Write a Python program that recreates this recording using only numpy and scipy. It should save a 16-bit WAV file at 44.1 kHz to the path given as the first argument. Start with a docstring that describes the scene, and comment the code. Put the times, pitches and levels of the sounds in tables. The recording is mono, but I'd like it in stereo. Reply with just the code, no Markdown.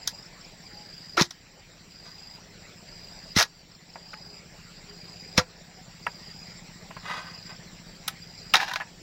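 """Throughout, wide air, a one-cylinder engine far to the right, trilling crickets, a few bird chips and hoots.
Close to the microphones a bamboo pole with a wedged knife cracks, then is slammed on soil near 1.2, 3.4 and 5.4 s.
It is handled and scraped between blows; from 7.9 s, split open, it and the blade ring under a stone.
Bursts of snapping-fibre noise stir resonances of pole and blade; short pushes stir air and ground; chirps,
chips and hoots are sine tones, and puffs drive the exhaust. Gain control ducks after each loud blow."""
import sys
import numpy as np
from scipy import signal
from scipy.fft import rfft, irfft, next_fast_len
from scipy.io import wavfile
from scipy.ndimage import uniform_filter1d, map_coordinates

SR = 44100
rng = np.random.default_rng(int(sys.argv[2]) if len(sys.argv) > 2 else 0)


def pcm_store(signal):
    """Save signal as 16-bit PCM."""
    levels = np.round(np.clip(np.atleast_2d(signal), -1, 1) * 32767)
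    wavfile.write(sys.argv[1], SR, levels.astype(np.int16).T)


N = 397782


def amp(db):
    """Amplitude factor of a level in dB."""
    return 10 ** (np.asarray(db) / 20)


def unit(x):
    """x scaled to an RMS of one."""
    return x / np.sqrt(np.mean(x ** 2) + 1e-20)


def along(points, hz):
    """Values at hz between (frequency, value) points on a log axis."""
    f, v = np.transpose(points)
    return np.interp(np.log(hz + 1), np.log(f + 1), v)


def curves(rows):
    """One value per sample for each column after the time."""
    s, *cols = np.transpose(rows)
    return [np.interp(np.arange(N) / SR, s, c) for c in cols]


def wobble(rate):
    """A smooth random curve, rate knots a second."""
    knots = rng.standard_normal(int(N * rate / SR) + 4)
    return map_coordinates(knots, [np.arange(N) * rate / SR])


def filtered(x, response):
    """x times a complex response of frequency."""
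    m = next_fast_len(N + SR // 2)
    return irfft(rfft(x, m) * response(np.fft.rfftfreq(m, 1 / SR)), m)[..., :N]


def resonant(x, modes):
    """x through causal resonances of alternating sign, scaled so that white noise keeps its power."""
    def gain(f):
        total = 0
        for k, (centre, width, db) in enumerate(modes):
            damping = 1j * f * width
            total = total + (-1) ** k * amp(db) * damping / (centre * centre - f * f + damping)
        return total
    return filtered(x, gain) / np.sqrt(np.mean(abs(gain(np.arange(SR / 2))) ** 2))


def add(track, s, sound):
    """Mix a sound in at s seconds."""
    k = max(round(s * SR), 0)
    track[k:k + len(sound)] += sound[:len(track[k:])]


def placed(x, lag_s, pan_db):
    """Arrival at the microphone pair: left lags right by lag_s and is pan_db louder."""
    side = np.array([[.5], [-.5]])
    return amp(pan_db * side) * filtered(x * np.ones((2, 1)), lambda hz: np.exp(-2j * np.pi * hz * lag_s * side))


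FAR_LAG_S = 4.5e-4  # far sounds reach the left microphone later
PATCH_FROM_HZ = 300  # the bass of the background stays even
# far insects, leaves and air: (time [s], level [dB])
AIR_LEVEL = [(0, -46.5), (1, -47.5), (2.3, -47.5), (3.2, -46.5), (4.3, -47.5), (5.2, -46.5), (6.2, -45.5),
             (7.5, -46), (8.3, -46.5), (9, -43.5)]
# their spectrum: (frequency [Hz], relative density [dB per Hz])
AIR_COLOUR = [(12, -34), (25, -2), (60, -10.5), (120, -8), (240, -14), (450, -14.5), (740, -12.5),
              (1150, -17.5), (2020, -16), (3500, -20.5), (4900, -14.5), (5850, -17.5), (6360, -32.5),
              (7450, -14), (8300, -36.5), (9200, -49.5), (16000, -33)]
# how alike the two microphones hear them: (frequency [Hz], likeness [0 to 1])
AIR_LIKENESS = [(30, 0.5), (60, 1), (200, 1), (400, 0.99), (900, 0.38), (2500, 0.44), (5000, 0.023)]


def field(patchy_db):
    """Background noise with patches of random gain, wide in the treble, lagging on the left like the engine."""
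    bins, _, z = signal.stft(rng.standard_normal((2, N)), SR, nperseg=512)
    patches = uniform_filter1d(rng.standard_normal(z.shape[1:]), 5, 0)  # across frequency
    patches = uniform_filter1d(patches, 8, 1)  # across time
    gain = amp(patchy_db * unit(patches) * (bins > PATCH_FROM_HZ)[:, None])
    pair = signal.istft(z * gain, nperseg=512)[1][:, :N]

    def mid_side_gain(hz):
        turn = np.arccos(np.clip(along(AIR_LIKENESS, hz), -1, 1)) / 2
        return amp(along(AIR_COLOUR, hz)) * [np.cos(turn), np.sin(turn)]

    mid, side = filtered(pair, mid_side_gain)
    lagged = placed(np.array([mid + side, mid - side]), FAR_LAG_S, pan_db=0)
    return amp(curves(AIR_LEVEL)[0]) * unit(lagged)


# faint far hoots: (start [s], end [s], frequency [Hz], level [dB])
HOOTS = [(.65, 0.93, 827, -54), (4.1, 4.202, 862, -47.5), (4.208, 4.45, 415, -53.5),
         (4.853, 4.982, 408, -49.5), (5.639, 5.752, 716, -60), (5.768, 5.824, 735, -49)]


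def hoots():
    """Soft far tones whose pitch and level waver together."""
    out, waver = np.zeros(N), wobble(22)
    for first, last, hz, db in HOOTS:
        part = waver[round(first * SR):round(last * SR)]
        tone = np.sin(2 * np.pi * hz * np.cumsum(1 + 0.01 * part) / SR)
        add(out, first, amp(db + part) * np.hanning(len(part)) * tone)
    return out


# pace of the far engine: (time [s], firings [per s])
ENGINE_SPEED = [(0, 14.72), (1.5, 14.94), (3, 14.59), (4, 15.82), (4.8, 15.73), (6, 15.01), (7.2, 14.23),
                (8, 14.87), (9.02, 15.89)]
# its loudness at this distance: (time [s], level [dB])
ENGINE_LEVEL = [(0, -56), (2.5, -55.5), (4.5, -54.5), (6.5, -49.5), (8.4, -52), (9, -52.5)]
# resonances of its exhaust pipe: (frequency [Hz], width [Hz], relative level [dB])
EXHAUST_MODES = [(172, 12.4, 10.5), (102, 26, -3.5), (204.3, 10, 1.5), (32, 17, -10.5)]


def engine():
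    """One uneven puff per firing through the exhaust pipe."""
    count = np.floor(np.cumsum(curves(ENGINE_SPEED)[0]) / SR + .156)  # part of a cycle already run
    fired = np.diff(count, prepend=count[0]) > 0
    puffs = fired * amp(.9 * rng.standard_normal(N))
    return amp(curves(ENGINE_LEVEL)[0]) * unit(resonant(puffs, EXHAUST_MODES))


CHIP_DB, CHIP_GAP_S, PAIR_GAP_S = -42, .035, .185  # gaps run from start to start
# phrases of a small bird: (time [s], pairs of chips [count])
BIRD_PHRASES = [(.222, 2), (3.711, 3), (7.339, 2)]


def bird():
    """Pairs of short chips, each a tone gliding down."""
    out, t = np.zeros(N), np.arange(round(.016 * SR)) / SR
    glide = np.sin(2 * np.pi * (5550 * t - 24000 * t * t))
    chip = amp(CHIP_DB) * np.hanning(len(t)) * glide
    for s, pairs in BIRD_PHRASES:
        for k in range(pairs):
            add(out, s + PAIR_GAP_S * k, chip)
            add(out, s + PAIR_GAP_S * k + CHIP_GAP_S, chip)
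    return out


CHIRP_S, STROKE_S = .0391, .011  # spacing of chirps, and of wing strokes in a chirp
RASP = .07  # phase wander of a wing stroke [radians a sample]


def cricket(trills, pitch_hz, late, strokes_db, uneven_db):
    """Trills that swell and rise a little; each chirp is three wing strokes of a tone."""
    out, t = np.zeros(N), np.arange(round(.0125 * SR)) / SR
    for first, last, db in trills:
        chirps = np.linspace(first, last, round((last - first) / CHIRP_S) + 1)
        for s in chirps[chirps > 0]:
            early = ((last - s) / .45) ** 2
            for k, stroke_db in enumerate(strokes_db):
                scatter, level, turn = rng.standard_normal(3)
                hz = pitch_hz * (1 + .004 * scatter - .01 * early)
                wander = np.cumsum(RASP * rng.standard_normal(len(t)))
                tone = np.sin(2 * np.pi * hz * t + 3 * turn + wander) * np.hanning(len(t))
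                tone_db = db - 4.4 * early + stroke_db + uneven_db * level
                add(out, s + late + STROKE_S * k, amp(tone_db) * tone)
    return out


ECHO_DB, ECHO_S = -4, .08  # level and 60 dB decay time of the bushes' answer


def bushes(x):
    """x with a short scattered echo on each side."""
    t = np.arange(SR // 8) / SR
    tail = rng.standard_normal((2, len(t))) * amp(-60 * t / ECHO_S)
    return x + amp(ECHO_DB) * signal.fftconvolve(x, tail / np.linalg.norm(tail[0]), axes=1)[:, :N]


TRILL_DB = -44  # before the stroke levels
# louder cricket: (last chirp [s], chirps [count])
MAIN_TRILLS = [(.188, 12), (1.136, 13), (2.351, 12), (3.319, 12), (4.381, 12), (5.367, 13), (6.509, 13),
               (7.506, 12), (8.664, 12)]
# second, fainter cricket: (first chirp [s], last chirp [s], level before the stroke levels [dB])
ANSWERING_TRILLS = [(.25, .53, -53), (.64, 1.13, -48.5), (1.9, 2.33, -60), (2.85, 3.3, -53.5),
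                    (3.46, 3.6, -45.5), (3.9, 4.36, -50.5), (4.57, 4.75, -51.5), (4.85, 5.36, -53.5),
                    (5.92, 6.3, -50.5), (7.1, 7.5, -52), (7.88, 7.96, -47)]


def crickets():
    """Two crickets of different pitch and place, echoed by the bushes."""
    trills = [(last - (chirps - 1) * CHIRP_S, last, TRILL_DB) for last, chirps in MAIN_TRILLS]
    louder = cricket(trills, 4905, -.016, [6.5, 8.5, 1.5], uneven_db=1.5)
    fainter = cricket(ANSWERING_TRILLS, 4666, -0.018, [5, 5, 3], uneven_db=2)
    return bushes(placed(louder, -0.000062, pan_db=0.8) + placed(fainter, 8e-5, pan_db=-4.0))


# pole end on soil: (time [s], thump before a common cut [dB], ground before it [dB])
LANDINGS = [(1.2116, -12, -31), (3.365, -16.5, -21.5), (5.38, -13.5, -19.5)]
# air column of the pole: (frequency [Hz], width [Hz], relative level [dB])
THUMP_MODES = [(157, 55, 15), (240, 230, 8.5)]
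# the soil: (frequency [Hz], width [Hz], relative level [dB])
GROUND_MODES = [(93, 21, 0)]


def thuds():
    """The pole's end lands on soil: one short push rings the air column and the ground."""
    thump, ground, push = np.zeros(N), np.zeros(N), np.hanning(round(0.0014 * SR))
    for s, thump_db, ground_db in LANDINGS:
        add(thump, s, amp(thump_db) * push)
        add(ground, s, amp(ground_db) * push)
    return -amp(-7.0) * (resonant(thump, THUMP_MODES) + resonant(ground, GROUND_MODES))


CRUNCH_DB, CRUNCH_RISE_S = -22, 0.005


def crunches(effort):
    """Weeds and grit crushed just before the pole lands: effort growing in the wall and splinter layers."""
    before = np.arange(SR // 20) / SR
    for s, *_ in LANDINGS:
        for layer in effort[1:3]:
            add(layer, s - before[-1], amp(CRUNCH_DB) * np.exp(-before[::-1] / CRUNCH_RISE_S))


# single notes a blow leaves in the pole: (time [s], frequency [Hz], level [dB])
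POLE_NOTES = [(1.177, 1353, -8.5), (1.209, 4250, -4.5), (3.365, 2000, -11), (3.375, 3910, -12),
              (3.392, 1880, -10), (3.425, 3920, -4), (4.132, 1480, -30.5), (5.38, 724, -18.5),
              (5.398, 1370, -17), (5.412, 1010, -37), (6.066, 964, -24), (6.066, 2840, -27),
              (6.966, 1054, -33), (8.08, 1300, -26), (8.539, 1310, -18), (8.555, 3790, -6),
              (8.575, 764, -26), (8.601, 1720, -13.5), (8.622, 800, -23), (8.713, 1490, -22.5),
              (8.736, 1010, -22.5), (8.736, 1520, -24), (8.759, 1510, -22), (8.759, 4550, -16),
              (3.375, 2080, -8), (1.22, 5720, -8), (1.203, 1045, -16), (1.18, 349, -21.5),
              (5.382, 507, -18), (8.538, 2920, -9.5), (8.712, 960, -26), (8.759, 800, -35),
              (8.808, 1730, -20)]


def ringing_notes():
    """Decaying sines: the wood damps each note by 60 dB in 65 cycles."""
    notes, t = np.zeros(N), np.arange(SR // 4) / SR
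    for s, note_hz, note_db in POLE_NOTES:
        ring = amp(-60 * t * note_hz / 65) * (1 - np.exp(-t / 0.00028))
        add(notes, s, amp(note_db) * ring * np.sin(2 * np.pi * note_hz * t))
    return notes


RUB_RISE_DB_PER_S, RUB_FADE_DB_PER_S = 420, 205
RUB_HOLLOW_DB, RUB_WALL_DB = -10, -15  # share of a rub that reaches these layers
# blade and hand along the fibres: (time [s], hold [s], level [dB], splinter level relative to it [dB])
STROKES = [(2.06, 0.0046, -47.5, -2), (7.063, 0.026, -37, -9), (7.106, 0.04, -34.5, -9),
           (7.172, 0.026, -41.5, -9), (7.273, 0.01, -45, -15), (7.493, 0.026, -47, -11),
           (8.575, 0.12, -32.5, -3.5)]


def rubs(effort):
    """The blade catches and slips: wavering strokes join the effort; their sum is returned."""
    rubbing, now = np.zeros(N), np.arange(N) / SR
    for s, hold, db, bright_db in STROKES:
        rise_db = RUB_RISE_DB_PER_S * np.maximum(s - now, 0)
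        fade_db = RUB_FADE_DB_PER_S * np.maximum(now - s - hold, 0)
        slips = amp(db - rise_db - fade_db + 2.2 * wobble(70))
        effort += slips * amp([[RUB_HOLLOW_DB], [RUB_WALL_DB], [bright_db], [bright_db - 35]])
        rubbing += slips
    return rubbing


RISE_S, FADE_S = 0.0008, 0.027  # attack; shortest 60 dB decay after the hold, before the layers' brevity
FADE_PER_HOLD = 1.1  # a long tearing crack also dies more slowly
TAIL_DB, TAIL_S = -8.5, 0.1  # weak after-crackle and its 60 dB decay, before the layers' brevity
HOLLOW_DB, HOLLOW_PER_BRIGHT = -9, -0.25  # hollow over the wall; a bright crack stirs it less
# cracks and knocks: (time [s], strength [dB], brightness over it [dB], sizzle [dB], hold [s],
# first snap over each layer's level [dB])
POLE_CRACKS = [(0.075, -30.5, 13, -24.5, 0.0015, 16.5), (1.17, -19.5, -6, -66, 0.024, -8),
               (1.196, -21, -6, -60, 0.02, 8), (1.212, -30, 12.5, -43, 0.0067, 15),
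               (1.222, -31.5, 9.5, -42, 0.005, 22), (1.231, -56, 13, -60, 0.03, 3),
               (1.308, -38, 8.5, -46, 0.0023, 0), (3.363, -25, 6, -42, 0.0092, -10),
               (3.374, -23.5, 3.5, -34, 0.009, 6), (3.385, -19, 2.5, -28, 0.012, 4),
               (3.4, -20, 0, -32, 0.022, 18), (3.425, -19.5, 2.5, -35, 0.003, 10),
               (3.427, -31.5, 6, -34, 0.0022, 19), (3.957, -35, -41, -99, 0.0026, 21.5),
               (4.133, -37, -12, -114, 0.0057, -14), (5.378, -11.5, -0.5, -40, 0.0031, -5),
               (5.385, -18, -3.5, -55, 0.0046, -1), (5.39, -34, -4, -63, 0.0081, 0),
               (6.066, -25.5, -19, -75, 0.0036, 2), (6.906, -41, -38, -68, 0.0039, 3),
               (6.967, -40.5, -18, -78, 0.0054, 8), (8.079, -29, 5.5, -24, 0.0046, 5),
               (8.538, -12, -2, -22.5, 0.0022, 8), (8.542, -15.5, -2, -62, 0.0034, 18),
               (8.555, -15.5, 1, -44, 0.0023, 14.5), (8.566, -26, 1, -36, 0.0023, 11),
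               (8.6, -27.5, -7, -46, 0.016, 18), (8.624, -32, -18, -49, 0.0072, 11),
               (8.7134, -31.5, -5, -48, 0.003, 20), (8.736, -33, 7, -35, 0.0022, 19),
               (8.7589, -19.5, -3.5, -40, 0.0013, 21), (8.8, -31, -16, -71, 0.008, 0),
               (8.812, -30, -20, -69, 0.0085, 10)]


def cracks():
    """Effort and first snap of each crack in four layers: hollow, wall, splinters and air."""
    snaps, effort, t = np.zeros((4, N)), np.zeros((4, N)), np.arange(SR // 4) / SR
    lead = 4 * RISE_S  # fibres give way just before the blow peaks
    for s, wall_db, bright_db, sizzle_db, hold, snap_db in POLE_CRACKS:
        after = np.maximum(t - lead - hold, 0)
        main_fade = amp(-60 * after / (FADE_S + FADE_PER_HOLD * hold))
        fade = np.maximum(main_fade, amp(TAIL_DB - 60 * after / TAIL_S))
        shape = fade * np.exp(np.minimum(t - lead, 0) / RISE_S)
        hollow_db = wall_db + HOLLOW_DB + HOLLOW_PER_BRIGHT * bright_db
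        levels_db = hollow_db, wall_db, wall_db + bright_db, sizzle_db
        for layer, db, brevity in zip(effort, levels_db, (.9, 1.05, 1.1, 1.2)):  # treble comes and goes faster
            add(layer, s - lead, amp(db) * shape ** brevity)
        snaps[:, round(s * SR)] = amp(np.add(levels_db, snap_db))
    return effort, snaps


def fibres(spiky_db, alike, clumps):
    """Stereo stream of snapping fibres: noise whose samples have very unequal sizes and come in clumps."""
    size = clumps * amp(spiky_db * rng.standard_normal(N))
    shared, own = rng.standard_normal(N), rng.standard_normal((2, N))
    return unit(size * (np.sqrt(alike) * shared + np.sqrt(1 - alike) * own))


def sizzle_gain(hz):
    """Treble band of the air around the fibres, opening near 8 kHz and easing off above 13 kHz."""
    return 2 / (1 + (8000 / (hz + 1)) ** 16) / (1 + (hz / 13000) ** 2)


SPLIT_S, BLADE_DB = 7.9, -13.5  # when the pole is open around the blade; blade over the wall
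# All modes below: (frequency [Hz], width [Hz], relative level [dB])
# hollow of the slammed pole
HOLLOW_MODES = [(413, 356, -12), (705, 540, -5), (1017, 270, -2)]
# hollow of the pole split open around the blade
SPLIT_HOLLOW_MODES = [(418, 1500, -9.5), (800, 160, 9.5), (1010, 110, 7.5)]
# wall of the pole
WALL_MODES = [(1300, 190, -2.5), (1520, 100, -3.5), (1671, 38, 1), (1880, 83, 1.5), (2190, 580, -2.5),
              (2900, 920, -9)]
# knife struck by the stone
BLADE_MODES = [(786, 7, -5), (1755, 9, 0)]
# whole pole under a soft contact
SCRAPED_MODES = [(1006, 84, -6.5), (1248, 39, -0.5), (1535, 39, 0), (2000, 120, -4), (2520, 33, -6),
                 (2820, 86, -10), (3380, 93, -9), (3800, 110, -10.5), (4780, 100, -9)]
# split halves under a soft contact
SPLIT_SCRAPED_MODES = [(803, 110, -2.5), (1700, 180, -2), (2020, 42, -8), (2350, 62, -5.5), (2800, 110, -6),
                       (3950, 1200, -20)]
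# splinters
SPLINTER_MODES = [(3180, 530, 1.5), (3960, 560, 6), (4530, 440, 6), (5100, 970, 4.5), (5950, 750, 3),
                  (6520, 580, -1)]


def bamboo():
    """Snapping fibres, under each crack and rub, ring the hollow of the pole, its wall, splinters and the air."""
    effort, snaps = cracks()
    crunches(effort)
    rubbing = rubs(effort)
    hollow, wall, splinters, air = effort
    clumps = amp(1.5 * wobble(400))
    split = np.arange(N) > SPLIT_S * SR
    inside = hollow * fibres(5.1, 0.82, clumps) + snaps[0]
    pole = resonant(inside * ~split, HOLLOW_MODES) + resonant(inside * split, SPLIT_HOLLOW_MODES)
    surface = wall * fibres(8.8, 0.54, clumps) + snaps[1]
    pole += resonant(surface, WALL_MODES)
    pole += amp(BLADE_DB) * resonant(surface * split, BLADE_MODES)
    scrape = rubbing * fibres(5.4, 0.72, clumps)
    pole += resonant(scrape * ~split, SCRAPED_MODES) + resonant(scrape * split, SPLIT_SCRAPED_MODES)
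    pole += resonant(splinters * fibres(3.2, 0.51, clumps) + snaps[2], SPLINTER_MODES)
    sizzle = filtered(air * fibres(3.4, 0.1, clumps) + snaps[3], sizzle_gain)
    return ringing_notes() + pole + sizzle


# the pole stands right of the microphones, later nearer the middle: (until [s], left lags right by [s])
POLE_PLACES = [(5.7, 1.7e-4), (7.9, 1e-4), (9.1, .55e-4)]


def pole_in_place(x):
    """The pole's sound, placed stretch by stretch."""
    stretch = np.searchsorted([until for until, _ in POLE_PLACES], np.arange(N) / SR)
    return sum(placed(x * (stretch == k), lag_s, pan_db=-1.5) for k, (_, lag_s) in enumerate(POLE_PLACES))


def scene():
    """Background, far sources, crickets and the near pole at the microphone pair."""
    far = placed(engine(), FAR_LAG_S, pan_db=-.6) + placed(bird(), 0, pan_db=-.8) + hoots()
    near = pole_in_place(bamboo() + thuds())
    return field(patchy_db=3.0) + far + crickets() + near


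TOP_HZ = 15800  # upper edge of the band


def record(dry):
    """Gain control follows the lingering power of what passes, peaks round off, and the band is limited."""
    power = np.mean(dry ** 2, axis=0)
    for seconds in (.06, .35):
        keep = np.exp(-1 / (seconds * SR))
        power = signal.lfilter([1 - keep], [1, -keep], power)
    level = dry * (1 + power / amp(-28.0) ** 2) ** -.35
    rounded = level / (1 + np.abs(level / .9) ** 4) ** .25
    return filtered(rounded, lambda hz: hz < TOP_HZ)


dry = scene()
out = record(dry)
pcm_store(out)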